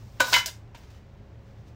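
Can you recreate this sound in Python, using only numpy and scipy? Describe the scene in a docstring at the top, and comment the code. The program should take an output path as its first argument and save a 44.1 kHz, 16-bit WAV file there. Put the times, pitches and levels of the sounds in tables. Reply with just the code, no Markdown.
"""Thin metal windscreen panels are dropped into a small cooking pot in a faintly rumbling room.
After a light rub they knock on the bottom at 0.2 s, shaking the sheet and ringing the pot.
They slide down the wall, fall over with a clatter and settle with a bright click at 0.46 s.
At 0.75 s a hand takes the pot with a soft tap and lifts it, fingers and panels rubbing lightly."""
import sys
import numpy as np
from scipy import signal
from scipy.fft import rfft, irfft
from scipy.io import wavfile
from scipy.ndimage import uniform_filter1d

SR = 44100
rng = np.random.default_rng(int(sys.argv[2]) if len(sys.argv) > 2 else 0)


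def log_audio(samples):
    """Write samples as a 16-bit WAV file to the path given in sys.argv[1]."""
    # one column per channel
    frames = np.atleast_2d(samples).T
    # limit to full scale, then quantise
    limited = np.clip(frames, -1, 1)
    pcm = np.round(limited * 32767).astype(np.int16)
    wavfile.write(sys.argv[1], SR, pcm)


N = 77175  # 1.75 s

# room rumble spectrum: freq_hz, density_db
RUMBLE_SPECTRUM = [(15, -30), (25, -13), (43, -2.5), (117, -4), (180, -15.5), (326, -19), (545, -23.5),
                   (840, -26), (1300, -32.5), (2000, -34.5), (4000, -43), (7000, -52), (9500, -67),
                   (16000, -66.5)]
# hum lines: pitch_hz, level_db, width_hz
HUM_LINES = [(75, -58.5, 8), (110.5, -52.5, 7.9), (203.4, -63.5, 5.4), (408, -71, 2), (546, -70, 3)]
# room decay: freq_hz, t60_s
ROOM_DECAY = [(200, 0.16), (1000, .33), (4000, 0.22), (8000, 0.23), (14000, .21)]
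# reflections in the pot and off the floor: delay_s, gain_db
CLOSE_ECHOES = [(.0019, -15), (.0043, -14), (.0066, -19.5), (0.0094, -21)]
# fingers and panels rubbing: time_s, level_db
RUB_ENVELOPE = [(0, -55.5), (.12, -61.5), (.19, -52), (.3, -82), (.73, -80.5), (.78, -49.5), (.86, -55.5),
                (.98, -52.5), (1.02, -69), (1.36, -77.5), (1.48, -58), (1.54, -65.5), (1.59, -59.5),
                (1.64, -67), (1.685, -53), (1.72, -70), (1.75, -69.5)]
# rub spectrum: freq_hz, gain_db
RUB_SPECTRUM = [(200, -6.5), (1500, -3), (3000, -6.5), (6000, -7), (8500, -18.5), (12000, -25.5),
                (15000, -16)]
# edges sliding on the wall: time_s, level_db
SLIDE_ENVELOPE = [(.22, -53), (.262, -24), (.29, -24.5), (.315, -23), (.335, -17), (.4, -25), (.43, -67)]
# slide spectrum: freq_hz, gain_db
SLIDE_SPECTRUM = [(200, -13.5), (900, -8), (2000, -13), (5500, -7), (8500, -15), (11000, -25),
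                  (14500, -13.5)]
# an edge or wall springing free: start_s, pitch_hz, level_db, t60_s, sag_hz_per_s
EDGE_TWANGS = [ (.205, 548, -22, 0.12, 1000), (0.2414, 997, -30, .06, -0.5), (.2805, 996, -30.5, .08, -1),
               (.3323, 4400, -5.5, .007, 0), (.4598, 4900, -31, .06, 0), (.463, 660, -41, .12, 600),
               (.7465, 944, -44.5, .08, 0), (.945, 3025, -60.5, 0.13, -0.5)]
# pot with panels standing in it: pitch_hz, level_db, t60_s
POT_MODES = [(263, -16.5, 0.11), (528, -10, 0.13), (948, -15.5, .2), (1006, -2.5, 0.073),
             (1120, -12.5, .08), (1209, -13, 0.18), (1476.6, 3, 0.14), (1525, 6, 0.046), (1592, -12, 0.19),
             (2361, -14, .18), (3064, -11.5, 0.095), (3863, -15.5, 0.28), (3951, -18.5, .22),
             (6670, -19.5, 0.16), (7525, -17, .11)]
# panels loose against the wall: pitch_hz, level_db, t60_s
PANEL_MODES = [(980, -8, .34), (1489, -11, .26), (1600, -13, .2), (2063, 0, .27), (2217, -4, .25),
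               (2250, -11, .25), (2445, -12, .25), (2481, -11, .25), (2698, -14, .25), (2955, -4, .16),
               (2979, 0, .19), (3460, -13, .18), (3777, -8, .22), (3885, -12, .22), (3955, -12, .22),
               (6746, -16, .18)]
# crowded modes of thin sheet: freq_hz, gain_db
SHEET_SPECTRUM = [(140, -38.5), (280, -10.5), (440, -15), (560, -1), (720, -3.5), (850, -5.5), (980, 4),
                  (1170, -11), (1530, 5.5), (1850, -3), (2100, -1), (3200, -3), (4100, -5.5), (6800, -9),
                  (10500, -21.5), (14500, -18.5)]
# sheet decay: freq_hz, t60_s
SHEET_DECAY = [(300, 0.039), (1500, 0.062), (4000, 0.099), (14000, .07)]
# bands of a contact's spectrum: freq_hz
CONTACT_BANDS_HZ = [500, 1400, 2800, 5000, 12000]
# knocks and taps: start_s, rise_s, band_db (one per contact band), pot_db, panel_db
CONTACT_EVENTS = [ (.198, 0.001, -50.5, -62, -9.5, -23, -24, -29.5, -77),
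                  (0.2031, 0.00028, -3.5, -9, -11, -8, -6, -16, -44),
                  (0.2435, 0.0026, -35.5, -32, -23, -18, -25, -34.5, -53.5),
                  (0.28, 0.0018, -27.5, -24.5, -40.5, -37, -14, -36.5, -67),
                  (0.3258, 0.0025, -5.5, -3, -42, -3.5, -19, -46, -48.5),
                  (0.3323, 0.00015, -14, -16.5, -5.5, -5, -19.5, -44, -63),
                  (0.338, 0.0012, -13.5, -9.5, -3, -4, -5.5, -40, -18.5),
                  (.3612, 0.0036, -15.5, -1.5, -12.5, -8.5, -8.5, -28, -30.5),
                  (.381, 0.0029, -26, -23.5, -19, -9.5, -18, -49, -29.5),
                  (0.4595, 0.00024, -29, -28.5, -23.5, -11.5, -8.5, -53, -47.5),
                  (.477, 0.0074, -22, -30, -21, -25.5, -27, -66, -52),
                  (.7455, 0.0046, -24.5, -34, -31, -36, -37.5, -52, -66),
                  (0.77, 0.0055, -27.5, -49, -49.5, -50, -36, -71, -72),
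                  (0.831, .005, -55, -47, -40, -44, -46, -64, -72),
                  (.9, 0.0046, -51, -44, -50, -44, -42, -67.5, -67),
                  (.943, 0.0053, -54, -49, -54.5, -63, -65.5, -71.5, -67.5)]

RUMBLE_DB = -49
ROOM_SEND_DB, ROOM_RING_SEND_DB, ROOM_GAP_S = -10.5, -15.5, 0.0057
SLIPS_PER_S, SLIP_SPREAD_DB = 4000, 1
CRACK_DB, CRACK_DECAY_S = -4.5, 0.0008
MUTE_START_S, MUTE_DB_PER_S = 0.37, 105
CUTOFF_HZ = 15800


def amp(db):
    """Decibels to gain."""
    return 10 ** (np.asarray(db) / 20)


def unit_rms(x):
    """Scale to an rms of one."""
    return x / np.sqrt(np.mean(x ** 2) + 1e-20)


def log_interp(points, hz):
    """Interpolate a table on a log-frequency axis."""
    points_hz, values = np.transpose(points)
    return np.interp(np.log(hz + 1), np.log(points_hz + 1), values)


def add(mix, start_s, sound):
    """Mix a sound in at start_s."""
    part = mix[max(round(start_s * SR), 0):][:len(sound)]
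    part += sound[:len(part)]


def colour(x, *spectra, size=4096):
    """Minimum-phase filter from the sum of the dB spectra."""
    hz = abs(np.fft.fftfreq(size, 1 / SR))
    log_gain = np.log(amp(sum(log_interp(points, hz) for points in spectra)))
    response = np.exp(np.conj(signal.hilbert(log_gain)))
    taps = np.fft.ifft(response).real[:size // 2]
    return signal.fftconvolve(x, taps)[:len(x)]


def dense_ring(decay, length, size=128, smooth_hz=69.6):
    """Crowded random modes sharing energy evenly; each band dies at its own rate."""
    hz, t, bands = signal.stft(rng.choice([-1., 1.], length), SR, nperseg=size)
    t60_s = log_interp(decay, hz)[:, None]
    ringing = signal.istft(bands * amp(-60 * t / t60_s), SR, nperseg=size)[1][:length]
    spectrum = rfft(ringing, 2 * length)
    power = uniform_filter1d(abs(spectrum) ** 2, round(2 * length * smooth_hz / SR))
    flatten = np.sqrt(power.mean() / (abs(power) + 1e-12))
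    return irfft(spectrum * flatten)[:length]


def shaped_noise(gain):
    """Unit-rms noise, one gain per frequency bin."""
    return unit_rms(irfft(rfft(rng.standard_normal(N)) * gain, N))


def background():
    """Low room rumble and wavering hum lines."""
    hz = np.fft.rfftfreq(N, 1 / SR)
    rumble = amp(RUMBLE_DB) * shaped_noise(amp(log_interp(RUMBLE_SPECTRUM, hz)))
    hum = sum(amp(level_db) * shaped_noise(1 / (1 + ((hz - pitch_hz) / width_hz) ** 2))
              for pitch_hz, level_db, width_hz in HUM_LINES)
    return rumble + hum


def room(x):
    """Diffuse small-room reflections, fading in after a short gap."""
    t = np.arange(SR // 2) / SR
    tail = dense_ring(ROOM_DECAY, len(t)) * np.clip(t / ROOM_GAP_S - 1, 0, 1)
    return signal.fftconvolve(x, tail / np.linalg.norm(tail))[:N]


def with_echoes(x):
    """Direct sound plus pot and floor reflections, at about equal total power."""
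    out = x.copy()
    for delay_s, gain_db in CLOSE_ECHOES:
        add(out, delay_s, amp(gain_db) * x)
    return out / np.sqrt(1 + sum(amp(gain_db) ** 2 for _, gain_db in CLOSE_ECHOES))


def friction(envelope, spectrum):
    """Many tiny slips of uneven size under a level curve."""
    slips = (rng.random(N) < SLIPS_PER_S / SR) * rng.choice([-1, 1], N)
    sizes = amp(SLIP_SPREAD_DB * np.minimum(rng.exponential(1, N), 4))
    level_db = np.interp(np.arange(N) / SR, *np.transpose(envelope))
    return colour(unit_rms(slips * sizes) * amp(level_db), spectrum)


def twangs():
    """One brief mode per freed edge; bent sheet sags in pitch as it relaxes."""
    out, t = np.zeros(N), np.arange(SR // 4) / SR
    for start_s, pitch_hz, level_db, t60_s, sag_hz_per_s in EDGE_TWANGS:
        phase = 2 * np.pi * (pitch_hz - sag_hz_per_s * t / 2) * t
        add(out, start_s, amp(level_db - 60 * t / t60_s) * np.sin(phase))
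    return out


def modal_ring(modes, t):
    """Decaying modes of struck metal, alternating in sign."""
    return sum((-1) ** k * amp(level_db - 60 * t / t60_s) * np.sin(2 * np.pi * pitch_hz * t)
               for k, (pitch_hz, level_db, t60_s) in enumerate(modes))


def contacts():
    """Each contact, square or glancing, shakes the sheet and rings pot and panels."""
    clatter, rings = np.zeros(N), np.zeros(N)
    t = np.arange(SR // 2) / SR
    pot, panels = modal_ring(POT_MODES, t), modal_ring(PANEL_MODES, t)
    crack = 1 + amp(CRACK_DB) * np.exp(-t / CRACK_DECAY_S)
    for start_s, rise_s, *bands_db, pot_db, panel_db in CONTACT_EVENTS:
        rise = np.minimum(t / rise_s, 1)
        burst = rise * dense_ring(SHEET_DECAY, len(t)) * crack
        contact_spectrum = list(zip(CONTACT_BANDS_HZ, bands_db))
        add(clatter, start_s, colour(burst, SHEET_SPECTRUM, contact_spectrum))
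        add(rings, start_s, rise * (amp(pot_db) * pot + amp(panel_db) * panels))
    return clatter, rings


def scene():
    """Contacts and friction in the room; panels lying together mute the ringing."""
    clatter, rings = contacts()
    muted_s = np.maximum(np.arange(N) / SR - MUTE_START_S, 0)
    rings *= amp(-MUTE_DB_PER_S * muted_s)
    slide = friction(SLIDE_ENVELOPE, SLIDE_SPECTRUM)
    rub = friction(RUB_ENVELOPE, RUB_SPECTRUM)
    metal = with_echoes(clatter) + twangs() + slide + rub
    reverb = room(amp(ROOM_SEND_DB) * metal + amp(ROOM_RING_SEND_DB) * rings)
    return (metal + rings + reverb + background())[None]


def record(dry):
    """Steep low-pass at CUTOFF_HZ."""
    taps = signal.firwin(511, CUTOFF_HZ, window=("kaiser", 9), fs=SR)
    return signal.oaconvolve(dry, taps[None], "same")


dry = scene()
out = record(dry)
log_audio(out)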